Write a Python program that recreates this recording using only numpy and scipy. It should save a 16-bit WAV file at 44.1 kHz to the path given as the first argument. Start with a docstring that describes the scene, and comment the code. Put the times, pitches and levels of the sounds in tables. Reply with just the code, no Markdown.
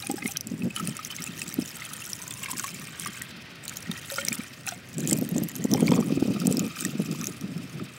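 """Outdoors at a car, close to a phone: liquid from a jug runs down the plastic filler neck of a reservoir.
Droplets spit as short hissy tones; bubbles ping; the stream churns as noise and grains through a comb.
The comb is the neck's air column, which on the whole shortens and climbs in pitch as the tank fills.
Hollow splashes and froth are added, with a short dense tail from the engine bay.
Gusts buffet the microphone as shaped noise and low thumps, over a far street hush."""
import sys
import numpy as np
from scipy import signal
from scipy.fft import rfft, irfft, next_fast_len
from scipy.io import wavfile
from scipy.ndimage import map_coordinates

SR = 44100
rng = np.random.default_rng(int(sys.argv[2]) if len(sys.argv) > 2 else 0)


def unload_audio(sound):
    """Save the sound as a 16-bit wav file, at the path given as the first command line argument."""
    columns = np.transpose(np.atleast_2d(sound))
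    # keep every value between -1 and 1, then stretch to whole-number steps
    steps = np.round(np.clip(columns, -1, 1) * 32767)
    wavfile.write(sys.argv[1], SR, steps.astype(np.int16))


N = 351908

# Levels in the tables are relative: each layer adds its own trim.
# Stream level, rising and falling: time_s, spatter_db, gurgle_db
STREAM_LEVEL = [(0.0, -34.5, -46), (0.4, -87, -58), (0.5, -55.5, -68), (0.71, -53, -57), (0.85, -45, -42.5),
                (1.75, -46, -42.5), (2.4, -45, -46), (3.22, -52, -37.5), (3.32, -64.5, -38.5),
                (3.62, -75, -40.5), (3.72, -46, -42), (4.4, -51.5, -40), (4.6, -57.5, -47),
                (4.95, -58, -48), (5.2, -51, -44.5), (5.7, -49, -43.5), (6.1, -52.5, -46.5),
                (6.7, -47.5, -42.5), (7.5, -56.5, -45), (7.98, -57.5, -43.5)]
# Jug glugs, a slug of liquid splashes in: start_s, length_s, spatter_db, gurgle_db
SURGES = [(0.175, 0.16, -41.5, -52), (0.775, 0.011, -44, -37.5), (1.8, 0.13, -45.5, -41.5),
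          (2.422, 0.24, -41, -48.5), (3.037, 0.026, -40.5, -56), (3.662, 0.029, -47, -58),
          (4.111, 0.26, -43, -57), (4.673, 0.038, -41, -39.5), (4.998, 0.14, -42.5, -48),
          (5.756, 0.24, -44.5, -46), (6.764, 0.044, -39.5, -45.5), (7.205, 0.056, -42, -65)]
SURGE_RISE_DB_PER_S, SURGE_FALL_DB_PER_S = 400, 220
# Loud droplets: start_s, level_db, pitch_hz
SPITS = [(0.07, -17, 8900), (0.114, -15, 7730), (0.2773, -15.5, 8600), (0.3706, -9.5, 5570),
         (0.409, -14, 5600), (0.471, -19, 7300), (0.7627, -14, 9700), (0.874, -13.5, 9030),
         (0.968, -19, 8100), (1.049, -15, 6070), (1.24, -17, 7440), (1.4176, -20.5, 4930),
         (1.4907, -22, 8440), (1.541, -15.5, 12300), (2.132, -12, 5320), (2.3082, -19, 8000),
         (2.339, -22.5, 6470), (2.5166, -17.5, 7650), (2.596, -11.5, 6100), (2.643, -17, 8050),
         (2.6703, -23.5, 5900), (2.7967, -24, 8500), (2.9976, -16, 8340), (3.22, -18.5, 7700),
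         (3.6537, -22.5, 7800), (3.68, -16, 3920), (3.695, -15.5, 6550), (3.828, -28, 5300),
         (3.7708, -14.5, 6450), (3.9145, -18, 3900), (4.101, -19, 3800), (4.25, -13, 8000),
         (4.2847, -6, 5520), (4.3286, -11.5, 7200), (4.354, -19, 8600), (4.667, -17.5, 9200),
         (4.689, -13, 5740), (4.982, -18, 7200), (5.005, -18, 6800), (5.0742, -11, 6900),
         (5.087, -25, 12800), (5.097, -13, 7000), (5.1109, -8, 8000), (5.1298, -4, 7450),
         (5.167, -26, 13500), (5.175, -21, 7800), (5.187, -18, 13500), (5.212, -21.5, 12700),
         (5.2902, -20, 12900), (5.3813, -14.5, 6830), (5.436, -15.5, 12200), (5.487, -18.5, 12100),
         (5.516, -28.5, 6740), (5.5546, -20.5, 6200), (5.563, -19, 11200), (5.6414, -16.5, 6700),
         (5.715, -14, 5840), (5.7371, -6, 5340), (5.806, -16, 8800), (5.8715, -14.5, 4270),
         (6.401, -19, 5200), (6.47, -7.5, 7930), (6.5252, -11, 7500), (6.57, -11.5, 4940),
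         (6.594, -10, 6520), (6.789, -21, 4570), (6.808, -14, 8350), (6.8503, -9.5, 7450),
         (7.213, -18.5, 5760), (7.256, -21, 6100), (7.27, -13, 6260), (7.411, -24, 5500)]
# Droplet spectrum: freq_hz, level_db_per_hz
SPRAY_SPECTRUM = [(1200, -89), (2800, 4.5), (4300, -3.5), (6000, -0.5), (8000, 1.5), (11000, -4),
                  (14000, -2), (16000, 0.5)]
# Loud bubbles: start_s, level_db, pitch_hz
BUBBLES = [(0.024, -25, 3880), (0.033, -32, 2380), (0.036, -36, 790), (0.066, -30, 2420), (0.099, -24, 790),
           (0.179, -32.5, 802), (0.182, -35.5, 1620), (0.221, -28, 2470), (0.225, -25, 2060),
           (0.258, -19.5, 2094), (0.283, -30, 2420), (0.288, -36.5, 784), (0.354, -32.5, 1560),
           (0.362, -24.5, 3170), (0.62, -31.5, 2580), (0.705, -30.5, 2520), (0.763, -21.5, 2920),
           (0.773, -26, 1320), (0.798, -24, 1273), (0.872, -30.5, 2630), (0.991, -27, 1245),
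           (1.103, -27.5, 2950), (1.123, -29, 3000), (1.185, -27.5, 2100), (1.273, -29.5, 2560),
           (1.417, -24, 2580), (1.82, -24.5, 2040), (2.02, -28.5, 2690), (2.31, -26, 3430),
           (2.436, -22, 2830), (2.459, -23, 2250), (2.484, -29.5, 1060), (2.499, -26, 994),
           (2.532, -25, 1010), (2.597, -26.5, 1430), (2.641, -20.5, 1080), (2.68, -28, 2270),
           (2.749, -32, 2300), (3.061, -24.5, 1150), (3.215, -28, 1870), (3.914, -23.5, 3650),
           (4.102, -28, 3750), (4.118, -26, 548), (4.182, -24, 539), (4.183, -19, 1394),
           (4.186, -22.5, 2160), (4.214, -29, 3150), (4.406, -30.5, 2300), (4.281, -23, 2180),
           (4.283, -35, 572), (4.321, -21, 2350), (4.674, -21.5, 2520), (4.674, -30.5, 760),
           (4.722, -27.5, 689), (5.112, -25, 2050), (5.746, -20.5, 800), (5.77, -29, 2270),
           (5.779, -28, 980), (5.798, -27, 940), (5.88, -16.5, 2260), (5.886, -26.5, 1020),
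           (5.917, -16, 940), (5.935, -24, 2500), (5.938, -23, 1010), (5.965, -31, 1090),
           (5.978, -23.5, 1044), (6.025, -27, 1130), (6.096, -33, 1125), (6.362, -31.5, 1270),
           (6.416, -31, 1320), (6.768, -29.5, 1560), (6.791, -26, 2950), (6.823, -30, 1470),
           (6.85, -20, 1810), (7.148, -32.5, 1010), (7.212, -36, 1650), (7.236, -34, 1730),
           (7.798, -33, 1290)]
# Air column in the neck: time_s, pitch_hz
AIR_COLUMN = [(0, 413.6), (2.15, 455), (2.4, 537), (2.8, 567), (3.7, 459.7), (4.4, 446), (4.7, 698),
              (5.75, 1038), (6.1, 1207), (6.45, 1244), (7.98, 1204)]
# Spectrum at the neck's mouth: freq_hz, level_db_per_hz
MOUTH_SPECTRUM = [(350, -70), (600, -9), (900, -4), (1300, 6), (2500, 6.5), (4000, 2.5), (6000, -6),
                  (9000, -51)]
# Hollow hum of the neck: start_s, end_s, start_hz, end_hz, level_db
HOLLOW_RINGS = [(2.199, 2.468, 1000, 1047, -50), (4.111, 4.309, 526, 563, -52)]
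# Foam in the full neck: time_s, level_db
FROTH_LEVEL = [(0, -56.5), (5.9, -54), (6.4, -46), (7.2, -51.5), (7.98, -57)]
# Foam spectrum: freq_hz, level_db_per_hz
FOAM_SPECTRUM = [(1400, -19), (2000, -20), (2550, 7), (3300, -2.5), (4000, -5.5), (4850, 1.5), (5800, -5),
                 (8000, -14)]
# Gusts on the microphone port: start_s, length_s, level_db
GUSTS = [(0.08, 0.088, -35), (0.23, 0.027, -25.5), (0.46, 0.11, -34), (0.59, 0.088, -25),
         (0.81, 0.097, -28), (1.2, 0.43, -37.5), (1.57, 0.028, -29.5), (2.53, 0.081, -38),
         (2.72, 0.12, -37.5), (3.0, 0.089, -38.5), (3.89, 0.037, -32.5), (4.23, 0.13, -33.5),
         (4.97, 0.27, -23.5), (5.29, 0.17, -23.5), (5.56, 0.11, -24), (5.71, 0.31, -19.5),
         (6.06, 0.31, -21.5), (6.41, 0.26, -21), (6.81, 0.077, -24), (6.93, 0.38, -26.5), (7.42, 0.22, -30),
         (7.75, 0.084, -28.5)]
BREEZE_DB, GUST_RISE_DB_PER_S, GUST_FALL_DB_PER_S = -45, 604, 400  # breeze: between gusts
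# Sudden eddies on the port: peak_s, level_db, pitch_hz
PUFFS = [(0.1, -19.0, 290), (0.118, -24, 228), (0.144, -22.5, 328), (0.257, -19.5, 216), (0.471, -28, 228),
         (0.519, -21, 230), (0.54, -27.5, 263), (0.613, -27, 207), (0.638, -27, 214), (0.652, -23.5, 178),
         (0.672, -22, 239), (0.887, -22.5, 194), (1.591, -15.0, 266), (1.626, -27, 248),
         (3.899, -21.0, 200), (4.317, -24, 225), (4.396, -23.5, 224), (5.053, -22, 240),
         (5.125, -13.5, 283), (5.167, -24, 249), (5.188, -18, 190), (5.225, -15.5, 245),
         (5.326, -22.5, 170), (5.362, -15, 229), (5.386, -21, 276), (5.422, -17.5, 202),
         (5.653, -13.5, 234), (5.712, -16.5, 290), (5.734, -13.5, 257), (5.752, -16, 217),
         (5.829, -13, 250), (5.851, -20.0, 278), (5.899, -16.5, 284), (5.923, -10.5, 247),
         (5.949, -24, 222), (5.991, -13.5, 212), (6.008, -15, 218), (6.108, -16.5, 206),
         (6.125, -15.5, 290), (6.177, -17, 290), (6.226, -11, 293), (6.257, -17.5, 230),
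         (6.283, -18.5, 228), (6.307, -19.5, 233), (6.354, -22.5, 220), (6.422, -24.5, 186),
         (6.44, -21, 255), (6.458, -16, 218), (6.479, -13.5, 233), (6.517, -20, 251), (6.545, -17, 230),
         (6.583, -20, 261), (6.61, -22, 205), (6.864, -23.5, 274), (6.936, -24.5, 227), (6.956, -21.5, 244),
         (6.999, -17, 211), (7.016, -22, 231), (7.109, -23.5, 212), (7.566, -25.5, 165)]
PUFF_HALF_WIDTH_CYCLES = 1.08
# Wind rumble spectrum: freq_hz, level_db_per_hz
RUMBLE_SPECTRUM = [(25, -57), (65, -51), (108, -7.5), (168, 6), (264, -0.5), (400, -10.5), (520, -63),
                   (1100, -120)]
# Wind flutter spectrum: freq_hz, level_db_per_hz
FLUTTER_SPECTRUM = [(200, 3), (450, 11.5), (700, 1), (1000, -12), (1600, -18.5), (3000, -90)]
# Far street spectrum: freq_hz, level_db_per_hz
HUSH_SPECTRUM = [(30, -12.5), (127, 7.5), (194, -3.5), (473, -9), (616, -9), (889, -16.5), (2120, -10.5),
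                 (5590, -28), (7470, -29.5), (9460, -29), (16000, -54)]
BASS_CUT_HZ, TOP_HZ = 65, 15850  # output band


def amp(db):
    """dB to amplitude."""
    return 10 ** (np.asarray(db) / 20)


def unit(x):
    """x at unit RMS."""
    return x / np.sqrt(np.mean(x ** 2) + 1e-20)


def noise():
    """White noise, full length."""
    return rng.standard_normal(N)


def curves(rows):
    """One value per sample for each column after the time."""
    time_s, *columns = np.transpose(rows)
    return [np.interp(np.arange(N) / SR, time_s, c) for c in columns]


def wobble(rate_hz):
    """Smooth random curve, rate_hz knots a second."""
    knots = rng.standard_normal(int(N * rate_hz / SR) + 4)
    return map_coordinates(knots, [np.arange(N) * rate_hz / SR])


def coloured(x, spectrum):
    """x filtered by a (Hz, dB) spectrum, read on a log axis."""
    m = next_fast_len(N + 8192)
    f, db = np.transpose(spectrum)
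    bin_hz = np.fft.rfftfreq(m, 1 / SR)
    gain = amp(np.interp(np.log(bin_hz + 1), np.log(f + 1), db))
    return irfft(rfft(x, m) * gain, m)[:N]


def pings(start_s, db, hz, life_s, rise, attack_s, hiss, size):
    """Tone bursts, 60 dB down after life_s; pitch climbs by the share rise; hiss is the noise share."""
    t = np.arange(size) / SR
    start_s, db, hz, life_s = (np.asarray(v)[:, None] for v in (start_s, db, hz, life_s))
    tone = np.sin(2 * np.pi * hz * t * (1 + rise * np.minimum(t / life_s, 1) / 2))
    hissy = tone + hiss * rng.standard_normal((len(start_s), size))
    decay = amp(db - 60 * (t / life_s) ** 1.062)
    wave = hissy * decay * (1 - np.exp(-t / attack_s))
    where = np.round(start_s * SR).astype(int) + np.arange(size)
    return np.bincount(where.ravel(), wave.ravel(), N + size)[:N]


def swells(rows, base_db, rise_db_per_s, fall_db_per_s):
    """Level in dB: a base plus (start, length, dB) swells that rise, hold and fall; powers add."""
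    t, power = np.arange(N) / SR, amp(base_db) ** 2
    for start_s, length_s, db in rows:
        before_s = np.maximum(start_s - t, 0)
        after_s = np.maximum(t - start_s - length_s, 0)
        power = power + amp(db - rise_db_per_s * before_s - fall_db_per_s * after_s) ** 2
    return 10 * np.log10(power)


def flow():
    """Spatter and gurgle levels in dB: the stream's rising and falling level plus its surges."""
    start_s, length_s, *surge_db = np.transpose(SURGES)
    return [swells(zip(start_s, length_s, db), stream_db, SURGE_RISE_DB_PER_S, SURGE_FALL_DB_PER_S)
            for db, stream_db in zip(surge_db, curves(STREAM_LEVEL))]


def air_column(x, sharp):
    """The air above the liquid rings on multiples of its pitch: a comb of feedback sharp."""
    hz, t, z = signal.stft(x, SR, nperseg=1024)
    column_hz = np.interp(t, *np.transpose(AIR_COLUMN))
    turn = np.exp(2j * np.pi * hz[:, None] / column_hz)
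    ringing = z / (1 - np.clip(sharp, 0, .9) * turn.conj())
    return signal.istft(ringing, SR, nperseg=1024)[1][:N]


def gurgle():
    """Loud bubbles ping and slap; the churning stream, noise and clumped grains, rings the air column."""
    start_s, db, hz = np.transpose(BUBBLES)
    column_hz = np.interp(start_s, *np.transpose(AIR_COLUMN))
    cycles = np.minimum(32000 / column_hz, 65)  # a long column rings longer
    big = pings(start_s, db - 4.5, hz, 0.0056 + cycles / hz,
                rise=0.13, attack_s=0.00042, hiss=0.045, size=4000)
    slaps = pings(start_s, db - 13.5, hz, np.full(len(start_s), .014),
                  rise=0.049, attack_s=0.00016, hiss=2.32, size=700)

    u = rng.random((4500, 4))
    at = (u[:, 0] * (N - 1)).astype(int)
    clump_db = 1.8 * wobble(45)[at]
    column_hz = curves(AIR_COLUMN)[0][at]
    mode = np.maximum(np.round(800 * 5.59 ** u[:, 2] / column_hz), 1)
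    grain_hz = mode * column_hz * (1 + 0.056 * rng.standard_normal(len(u)))  # near the column's modes
    grains = pings(u[:, 0] * N / SR, clump_db - 2.7 * np.log(u[:, 1] + .015),
                   grain_hz, 0.0045 + 0.0095 * u[:, 3],
                   rise=.05, attack_s=.001, hiss=.4, size=900)

    spatter_db, gurgle_db = flow()
    lively = np.clip(amp(0.56 * (spatter_db + 45.0)), .1, 1.3)  # a thin, calm stream is nearly smooth
    churn = lively * unit(grains) + amp(1.0 + 1.8 * wobble(37)) * noise()
    stream = unit(coloured(air_column(churn, sharp=0.083), MOUTH_SPECTRUM))
    return big + amp(gurgle_db - 5.5) * stream + coloured(air_column(slaps, sharp=0.65), MOUTH_SPECTRUM)


def spatter():
    """Droplets strike the wall: loud spits, a clumped rain of small ones and a fine fizz."""
    start_s, db, hz = np.transpose(SPITS)
    spits = pings(start_s, db - 1, hz, np.full(len(start_s), .005),
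                  rise=.3, attack_s=.00025, hiss=.65, size=600)
    band = signal.butter(2, [3700, 15500], "band", fs=SR, output="sos")
    spits = signal.sosfilt(band, spits)

    u = rng.random((6000, 4))
    clump_db = np.minimum(5 * wobble(55), 6)[(u[:, 0] * (N - 1)).astype(int)]
    drops = pings(u[:, 0] * N / SR, clump_db - 5 * np.log(u[:, 1] + .04),
                  4600 * 2.67 ** u[:, 2], 0.00029 + 0.0078 * u[:, 3],
                  rise=.25, attack_s=.001, hiss=.6, size=400)
    fizz = amp(4 * wobble(60)) * noise()
    rain = coloured(unit(drops) + amp(-18.0) * unit(fizz), SPRAY_SPECTRUM)
    return amp(2.0) * spits + amp(flow()[0] + 2.5) * unit(rain)


def hollow():
    """While the stream plunges cleanly, separate splashes keep striking one mode of the neck."""
    out = np.zeros(N)
    for start_s, end_s, start_hz, end_hz, db in HOLLOW_RINGS:
        count = int(45 * (end_s - start_s)) + 2
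        u = rng.random((count, 3))
        along = (np.arange(count) + u[:, 0]) / count
        hz = (start_hz + (end_hz - start_hz) * along) * (.98 + 0.052 * u[:, 1])
        out += pings(start_s + (end_s - start_s) * along, db + 9 * u[:, 2] + 5 * along, hz, 60 / hz,
                     rise=0.049, attack_s=0.00035, hiss=0.015, size=5000)
    return out


def froth():
    """Countless tiny bubbles burst in the foam: a fine, slightly grainy hiss."""
    grainy = amp(4.9 * wobble(90)) * noise()
    return amp(curves(FROTH_LEVEL)[0]) * unit(coloured(grainy, FOAM_SPECTRUM))


def bay(x):
    """The engine bay answers with a short dense tail, 60 dB down in 18 ms."""
    t = np.arange(SR // 5) / SR
    tail = rng.standard_normal(len(t)) * amp(-60 * t / 0.018)
    delayed = np.pad(x, (60, 0))  # samples
    return signal.fftconvolve(delayed, tail / np.linalg.norm(tail))[:N]


def puffs():
    """Sudden eddies on the port: a low thump and a burst of flutter in one short swell."""
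    flutter = unit(coloured(noise(), FLUTTER_SPECTRUM))
    out, t = np.zeros(N), np.arange(N) / SR
    for (peak_s, db, hz), phase in zip(PUFFS, 2 * np.pi * rng.random(len(PUFFS))):
        near = slice(round((peak_s - .04) * SR), round((peak_s + .04) * SR))
        cycles = (t[near] - peak_s) * hz
        thump = amp(db) * np.sin(2 * np.pi * cycles + phase)
        burst = amp(1.557 * db - 4.5) * flutter[near]  # strong puffs reach higher
        out[near] += np.exp(-(cycles / PUFF_HALF_WIDTH_CYCLES) ** 2) * (thump + burst)
    return out


def wind():
    """Eddies on the microphone port: a lumpy rumble, spreading upward in strong gusts, plus puffs."""
    gust_db = swells(GUSTS, BREEZE_DB, GUST_RISE_DB_PER_S, GUST_FALL_DB_PER_S)
    lumps_db = 2.5 * wobble(35) + 2 * wobble(70)
    low = unit(amp(lumps_db) * coloured(noise(), RUMBLE_SPECTRUM))
    high_lumps_db = 1.5 * lumps_db + 1.5 * wobble(60)
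    high = unit(amp(high_lumps_db) * coloured(noise(), FLUTTER_SPECTRUM))
    return amp(gust_db - 6.5) * low + amp(1.81 * gust_db - 1.5) * high + puffs()


def street():
    """Far traffic and air: a smooth hush that breathes a little."""
    return amp(-48.0 + 0.62 * wobble(2.83)) * unit(coloured(noise(), HUSH_SPECTRUM))


def scene():
    """Liquid and its bay tail, wind, street; one channel."""
    liquid = gurgle() + spatter() + hollow() + froth()
    return (liquid + amp(-10.0) * bay(liquid) + wind() + street())[None]


def record(dry):
    """The deep bass is cut and the sound ends at TOP_HZ."""
    m = next_fast_len(N + 8192)
    hz = np.fft.rfftfreq(m, 1 / SR)
    bass_cut = hz ** 4 / (hz ** 4 + BASS_CUT_HZ ** 4)
    return irfft(rfft(dry, m) * (hz < TOP_HZ) * bass_cut, m)[..., :N]


dry = scene()
out = record(dry)
unload_audio(out)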